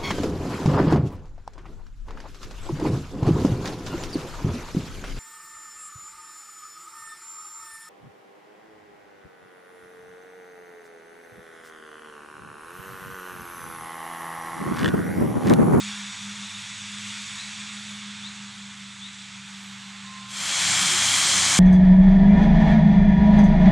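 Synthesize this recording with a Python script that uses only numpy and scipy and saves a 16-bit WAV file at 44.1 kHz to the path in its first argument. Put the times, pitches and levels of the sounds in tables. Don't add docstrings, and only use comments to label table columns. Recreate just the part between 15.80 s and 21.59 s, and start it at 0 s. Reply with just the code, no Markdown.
import sys
import numpy as np
from scipy import signal
from scipy.fft import rfft, irfft
from scipy.io import wavfile
from scipy.ndimage import uniform_filter1d

SR = 44100
rng = np.random.default_rng(int(sys.argv[2]) if len(sys.argv) > 2 else 0)


def store_wav(level_fs):
    pcm = np.round(np.clip(np.atleast_2d(level_fs), -1, 1) * 32767)
    wavfile.write(sys.argv[1], SR, pcm.T.astype(np.int16))


def gain_from_db(level_db):
    decades = np.asarray(level_db, float) / 20
    return 10 ** decades


N = 255339
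TIME = np.arange(N) / SR
HOP, FRAME = 128, 512
FADE_OUT_S = (4.47, 4.8)
FADE_IN_S = (4.469, 4.891)


def evened(x):
    return x / np.sqrt(np.mean(x ** 2) + 1e-20)


def read(points, hz):
    f, value = np.transpose(points)
    return np.interp(np.log(hz + 1), np.log(f + 1), value)


def wander(rate_hz, t):
    speeds_hz = np.geomspace(rate_hz / 20, rate_hz, num=24)
    return evened(sum(np.sin(2 * np.pi * (f * t + rng.random())) / np.sqrt(f) for f in speeds_hz))


def inside(start_s, end_s, edge_s, t=TIME):
    return np.clip(np.minimum(t - start_s, end_s - t) / edge_s + 1, 0, 1)


def tone(hz, db):
    return np.sqrt(2) * gain_from_db(db) * np.sin(2 * np.pi * (np.cumsum(hz) / SR + rng.random()))


def coloured(colour, db):
    shape = gain_from_db(read(colour, np.fft.rfftfreq(N, 1 / SR)))
    return gain_from_db(db) * evened(irfft(rfft(rng.standard_normal(N)) * shape, N))


# pitch_hz, echo_share
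FAR_GROUND = [(500, 0.17), (4000, 0.077), (6000, 0.036), (7500, 0.34), (12000, 0.97)]
NEAR_GROUND = [(500, 0.11), (4000, 0.082), (5300, 0.021), (7500, .25), (9000, 0.36), (15000, .4)]


def ground_comb_db(ground, hz, hardness, comb_hz, shifts_hz, squeeze):
    low_turns = (hz - shifts_hz[0]) / comb_hz
    treble_turns = (hz - shifts_hz[1]) / (squeeze * comb_hz)
    turns = np.where(hz < 8500, low_turns, treble_turns)
    echo = np.clip(read(ground, hz) * hardness, 0, .9)
    return 10 * np.log10((1 + echo ** 2 + 2 * echo * np.cos(2 * np.pi * turns)) / (1 + echo ** 2))


# pitch_hz, width_hz, level_db
FAR_GUARDS = [(3515, 540, 4.5), (2550, 170, -1.3), (7900, 1100, -1.5), (6800, 310, 1.5), (5540, 300, 2),
              (3100, 360, -3.5)]
NEAR_GUARDS = [(3244, 196, 5), (2280, 240, 3.2), (7940, 3500, 3.9), (4100, 160, 2.8)]


def guard_ring_db(guards, hz, hardness):
    return hardness ** .75 * sum(db / (1 + (2 * (hz - f) / width) ** 2) for f, width, db in guards)


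def repeat_passes(hiss, knife_hz, repeat, chop):
    again = 0
    for k in range(1, 5):
        earlier = np.maximum(np.arange(N) - np.round(k * SR / knife_hz), 0).astype(int)
        again = again + repeat ** ((k + 1) / 2) * hiss[:, earlier]
    chopped = 1 + chop * np.cos(2 * np.pi * np.cumsum(knife_hz) / SR)
    return (hiss + again) / np.sqrt(1 + repeat ** 2 / (1 - repeat)) * chopped


# time_s, hiss_db, roar_re_hiss_db
FAR_CUT = [(0, -36.5, 1.5), (.25, -39, 1), (.7, -40, 0.5), (1.08, -39.5, -2), (1.3, -37.5, -4),
           (1.7, -38.5, -1), (1.95, -40, -0.5), (2.5, -42, 1), (2.85, -44.5, 2.5), (3.3, -44, -1),
           (3.8, -44, 2.5), (4.499, -43.5, 2)]
NEAR_CUT = [(4.5, -23, 0), (5.0, -24.5, -1), (5.27, -24.5, .3), (5.45, -23.5, -0.1), (5.79, -24, 2.5)]
# time_s, knife_rate_hz, repeat_share, ground_hardness_factor, aside_factor
FAR_DISCS = [(0, 102.1, 0.15, 1.17, 0.37), (1.2, 101.9, 0.2, 0.89, 0.53), (1.8, 103, 0.25, 0.91, 0.61),
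             (2.3, 102.1, 0.19, 0.95, 1.1), (2.9, 99.6, 0.2, 0.68, 0.84), (3.5, 99.2, 0.13, 0.52, 0.92),
             (4.6, 98, 0.24, 0.54, 1.55)]
NEAR_DISCS = [(4.55, 91.86, 0.051, 1.22, 1.45), (5.79, 93, 0.084, 1.35, 0.79)]
# pitch_hz, level_db_per_hz
FAR_COLOUR = [(250, -69), (430, -32.5), (600, -24.5), (900, -10), (2050, -4.5), (3500, -4.5), (5140, -12),
              (7900, -9), (8700, -16), (10200, -27.5), (11400, -36.5), (12000, -49), (13200, -60),
              (15500, -70)]
NEAR_COLOUR = [(250, -45), (430, -24.5), (555, -11.5), (749, -3.5), (1470, 0), (1790, 2), (2240, -0.5),
               (2800, -0.5), (3160, 2.5), (4530, -0.5), (7210, 0.5), (10200, -10.5), (15500, -36)]
# pitch_hz, level_db
FAR_SIDE = [(150, -48), (380, -8), (950, -17), (2400, -21.5), (4300, -21.5), (7000, -28), (8500, -35),
            (9500, -13), (11000, -12), (12200, -30)]
NEAR_SIDE = [(150, -55), (400, -19), (950, -22), (1900, -33), (3500, -15.5), (5200, -20), (6300, -40),
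             (8500, -36), (9300, -15), (11000, -13), (12200, -30)]
# pitch_hz, left_minus_right_db
FAR_LEAN = [(60, 0.0), (180, 0.0), (550, -2), (1650, -2), (4970, -1.75), (15000, 0.2)]
NEAR_LEAN = [(60, 0.0), (180, 0.0), (550, 0.64), (1650, 0.67), (4970, 0.83), (15000, 0.0)]


def cutting(rows, discs, colour, guards, ground, side, lean, comb_start_hz, comb_hz_per_s,
            fizz_db, air_db, shifts_hz, squeeze, patchy_db, gust_db, chop):
    t = np.arange(N // HOP + 5) * HOP / SR
    hz = np.fft.rfftfreq(FRAME, 1 / SR)[:, None]
    cut_s, *columns = np.transpose(rows)
    hiss_db, roar_db = (np.interp(t, cut_s, c) for c in columns)
    disc_s, knife_hz, repeat, hardness, aside = np.transpose(discs)
    hardness, aside = np.interp(t, disc_s, hardness), np.interp(t, disc_s, aside)
    a, b, c, d, patches = rng.standard_normal((len(t), len(hz), 5)).T
    patches = uniform_filter1d(patches, size=5, axis=0)
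    patches = evened(uniform_filter1d(patches, size=20, axis=1))

    field_db = read(colour, hz) + patchy_db * patches + gust_db * wander(30, t)
    comb_hz = comb_start_hz + comb_hz_per_s * np.maximum(t - cut_s[0], 0)
    field_db += ground_comb_db(ground, hz, hardness, comb_hz, shifts_hz, squeeze)
    field_db += guard_ring_db(guards, hz, hardness)
    heard = t >= cut_s[0]
    fizz_db = fizz_db * aside
    air_db = air_db * aside + 1.5 * wander(25, t)
    for change_db, low_hz, high_hz in ((roar_db, 0, 1500), (fizz_db, 5000, 9500), (air_db, 9500, SR)):
        band = ((hz >= low_hz) & (hz < high_hz)) * 1.
        share = uniform_filter1d(band, size=15, axis=0)
        field_db += share * (change_db - np.median(change_db[heard]))

    level = gain_from_db(field_db)
    core = (hz[:, 0] > 1500) & (hz[:, 0] < 5000)
    level *= gain_from_db(hiss_db) / np.sqrt(np.mean(level[core] ** 2) * core.mean())
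    mid = a + 1j * b
    apart = gain_from_db(read(side, hz)) * (c + 1j * d)
    lean_db = read(lean, hz) * aside / 2
    z = level * np.array([(mid + apart) * gain_from_db(lean_db), (mid - apart) * gain_from_db(-lean_db)])
    unit = np.std(signal.istft(mid, nperseg=FRAME, noverlap=FRAME - HOP)[1])
    hiss = signal.istft(z, nperseg=FRAME, noverlap=FRAME - HOP)[1][:, :N] / unit
    knife_hz = np.interp(TIME, disc_s, knife_hz)
    repeat = np.clip(np.interp(TIME, disc_s, repeat), 0, .8)
    return repeat_passes(hiss, knife_hz, repeat, chop)


# time_s, fast_knife_rate_hz, slow_set_lag_hz, fast_db, slow_db
FAR_SETS = [(0.0, 102.23, 2.67, -42.8, -49.6), (0.1, 102.35, 2.36, -37.2, -47.0),
            (0.33, 101.5, 2.06, -50.3, -52.4), (0.52, 101.82, 2.86, -39.9, -48.9),
            (0.87, 102.65, 3.87, -55.8, -52.4), (1.1, 101.85, 4.42, -44.5, -67.7),
            (1.28, 102.16, 3.68, -43.3, -57.8), (1.55, 103.39, 3.87, -53.0, -52.6),
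            (1.8, 103.3, 3.44, -45.6, -54.5), (2.2, 102.64, 3.0, -42.7, -55.8),
            (2.6, 101.72, 2.77, -45.2, -54.0), (3.0, 99.97, 2.24, -46.8, -56.1),
            (3.45, 99.06, 3.13, -49.0, -62.8), (3.85, 98.84, 2.94, -44.6, -63.8),
            (4.05, 99.07, 2.99, -46.8, -62.2), (4.25, 99.07, 2.98, -44.7, -62.6),
            (4.62, 99.5, 2.96, -48.8, -62.0)]
NEAR_SETS = [(4.72, 95.36, 2.57, -60.6, -52.3), (4.88, 95.4, 2.61, -54.7, -50.8),
             (5.05, 94.95, 3.32, -46.2, -45.9), (5.2, 94.96, 2.28, -56.2, -46.7),
             (5.35, 95.22, 2.95, -48.4, -54.3), (5.45, 95.2, 2.74, -56.5, -59.9),
             (5.58, 94.52, 3.06, -40.7, -42.6), (5.78, 95.0, 3.11, -58.4, -61.2)]
# time_s, fast_db, slow_db
FAR_KNIVES = [(0, -68, -60.5), (.4, -59, -65), (1.3, -55, -62), (1.75, -69.5, -60.5), (2.3, -64, -60),
              (3.0, -81, -62), (4.6, -71, -63.5)]
NEAR_KNIVES = [(4.6, -54, -53.5), (5.3, -54, -50), (5.79, -52, -46.5)]
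FAR_LEAD = (.005, -.148)
NEAR_LEAD = (.47, .325)


def beating(sets, knives, lead):
    s, *columns = np.transpose(sets)
    fast_hz, lag_hz, *twice_db = (np.interp(TIME, s, c) for c in columns)
    knives_s, *columns = np.transpose(knives)
    once_db = [np.interp(TIME, knives_s, c) for c in columns]
    turns = np.cumsum([fast_hz, fast_hz - lag_hz], axis=1) / SR
    turns -= turns[:, [round(s[0] * SR)]]
    out = np.zeros(N)
    for k, (fast_db, slow_db), ahead in zip((1, 2), (once_db, twice_db), lead):
        start = rng.random()
        out += gain_from_db(fast_db) * np.sin(2 * np.pi * (k * turns[0] + start + ahead))
        out += gain_from_db(slow_db) * np.sin(2 * np.pi * (k * turns[1] + start))
    return np.sqrt(2) * out


# knife_rate_multiple, level_db
FAR_ORDERS = [(6, -79), (8, -76), (9, -77), (10, -75), (2.5, -79), (4.85, -84), (.5, -77), (.75, -79)]
NEAR_ORDERS = [(6, -62), (8, -55), (3, -60), (2.75, -61)]


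def overtones(discs, orders, load, waver_db):
    s, knife_hz, _, hardness, _ = np.transpose(discs)
    knife_hz = np.interp(TIME, s, knife_hz)
    load_s, load_db = np.transpose(load)[:2]
    swell_db = np.interp(TIME, load_s, load_db - np.median(load_db))
    faint = np.zeros(N)
    for multiple, db in orders:
        faint += tone(multiple * knife_hz, db + swell_db + waver_db * wander(16, TIME))
    return np.interp(TIME, s, hardness) * faint


# time_s, pitch_hz, level_db
FAR_FIRING = [(0, 117.3, -60), (.5, 117.5, -62), (.9, 118.9, -60.5), (2.3, 124.7, -59.5), (4.0, 122.4, -61),
              (4.6, 121.3, -54)]
NEAR_FIRING = [(4.6, 122.6, -52), (5.79, 121.7, -52)]
# pitch_hz, level_db_per_hz
FAR_RUMBLE = [(12, -70), (20, -35), (102, -15), (150, 4.5), (199, 1), (226, -8), (254, -4.5), (393, -27),
              (430, -39), (560, -67), (950, -120)]
NEAR_RUMBLE = [(12, -64), (20, -34), (37, -28), (57, -26), (88, -14), (168, 2), (318, -6), (365, -8),
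               (424, -37), (520, -20), (680, -45), (1140, -120)]


def engine(firing, rumble, rumble_db):
    s, hz, db = np.transpose(firing)
    hz, db = np.interp(TIME, s, hz), np.interp(TIME, s, db)
    half = tone(hz / 2, db - 17.5 + 2.6 * wander(30.4, TIME))
    full = tone(hz, db + 2.6 * wander(40, TIME))
    return full + half + coloured(rumble, rumble_db)


def far_upper_tone():
    s, fast_hz, _, fast_db, _ = np.transpose(FAR_SETS)
    upper_hz = 2 * np.interp(TIME, s, fast_hz) + 187.6
    return tone(upper_hz, np.interp(TIME, s, fast_db) - 29)


# pitch_hz, first_db, swell_db_per_s, waver_db
NEAR_GEARS = [
    (361.5, -59.5, 8, 5),
    (162.2, -50.5, 1.5, 2),
]


def near_mesh():
    out = np.zeros(N)
    for hz, db, swell_db_per_s, waver_db in NEAR_GEARS:
        drift_hz = hz + 2.9 * wander(30, TIME)
        swell_db = swell_db_per_s * (TIME - FADE_IN_S[1])
        out += tone(drift_hz, db + swell_db + waver_db * wander(40, TIME))
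    return out


# start_s, end_s, pitch_hz, width_hz, level_db
WHINES = [
    (3.93, 4.25, 1047, 6, -56),
    (4.2, 4.68, 1050, 6, -51),
    (4.78, 5.08, 2285, 25, -39),
    (5.2, 5.79, 2007, 30, -46),
]


def gear_whines():
    out = np.zeros(N)
    for start_s, end_s, hz, width_hz, db in WHINES:
        drift_hz = hz + width_hz / 2 * wander(40, TIME)
        whine = tone(drift_hz, db + 2.2 * wander(15, TIME))
        out += inside(start_s + .1, end_s - .1, .1) * whine
    return out


# pitch_hz, level_db_per_hz
PUFF = [(7000, -40), (9000, 3), (11500, 0), (13300, -7), (14300, -22), (16000, -50)]


def puff():
    after_s = TIME - 3.85
    rise_db = 85 * np.minimum(after_s, 0)
    fall_db = 20 * np.sqrt(np.maximum(after_s, 0))
    return coloured(PUFF, -65 + rise_db - fall_db)


# start_s, length_s, first_hz, last_hz, level_db, rise_power
BIRD = [
    (.615, .055, 3420, 4150, -44.5, 1.1),
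    (1.566, .057, 3450, 4240, -40.5, 1.1),
    (2.418, .064, 3370, 4240, -39.5, 1.8),
    (3.198, .08, 3360, 4080, -42, 1.7),
]


def bird():
    out = np.zeros(N)
    for start_s, length_s, first_hz, last_hz, db, bend in BIRD:
        u = np.clip((TIME - start_s) / length_s, 0, 1)
        hook = np.clip((TIME - start_s - length_s) / .016, 0, 1)
        hz = first_hz + (last_hz - first_hz) * (u ** bend - .7 * hook)
        swell = np.sin(np.pi * .83 * u) ** .7 * (1 - hook ** 2)
        out += tone(hz, db) * swell
    out += gain_from_db(-10) * np.roll(out, round(.03 * SR))
    return out * gain_from_db(np.array([[1.6], [-1.6]]))


def fades():
    fade_out = inside(0, FADE_OUT_S[0], FADE_OUT_S[1] - FADE_OUT_S[0])
    fade_in = inside(FADE_IN_S[1], 9, FADE_IN_S[1] - FADE_IN_S[0])
    return fade_out, fade_in


def scene():
    far = cutting(FAR_CUT, FAR_DISCS, FAR_COLOUR, FAR_GUARDS, FAR_GROUND, FAR_SIDE, FAR_LEAN,
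                  comb_start_hz=1115, comb_hz_per_s=-6.5, fizz_db=-2.8, air_db=-6.5,
                  shifts_hz=(200, 290), squeeze=1.0, patchy_db=0.8, gust_db=0.1, chop=.05)
    far += overtones(FAR_DISCS, FAR_ORDERS, FAR_CUT, waver_db=3.4)
    far += engine(FAR_FIRING, FAR_RUMBLE, rumble_db=-59.5)
    far += far_upper_tone() + puff()
    near = cutting(NEAR_CUT, NEAR_DISCS, NEAR_COLOUR, NEAR_GUARDS, NEAR_GROUND, NEAR_SIDE, NEAR_LEAN,
                   comb_start_hz=1033, comb_hz_per_s=-30, fizz_db=-3.5, air_db=-4.5,
                   shifts_hz=(215, 545), squeeze=.94, patchy_db=0.6, gust_db=0.08, chop=0.065)
    near += overtones(NEAR_DISCS, NEAR_ORDERS, NEAR_CUT, waver_db=4.0)
    near += engine(NEAR_FIRING, NEAR_RUMBLE, rumble_db=-45.5)
    near += near_mesh()
    far_hum = beating(FAR_SETS, FAR_KNIVES, FAR_LEAD) * inside(0, FAR_SETS[-1][0], 0.11)
    near_hum = beating(NEAR_SETS, NEAR_KNIVES, NEAR_LEAD) * inside(NEAR_SETS[0][0], 9, 0.21)
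    fade_out, fade_in = fades()
    return far * fade_out + near * fade_in + far_hum + near_hum + gear_whines() + bird()


def band_limit(x):
    return signal.sosfilt(signal.butter(12, 15700, fs=SR, output="sos"), x)


def record(dry):
    return band_limit(dry)


dry = scene()
out = record(dry)
store_wav(out)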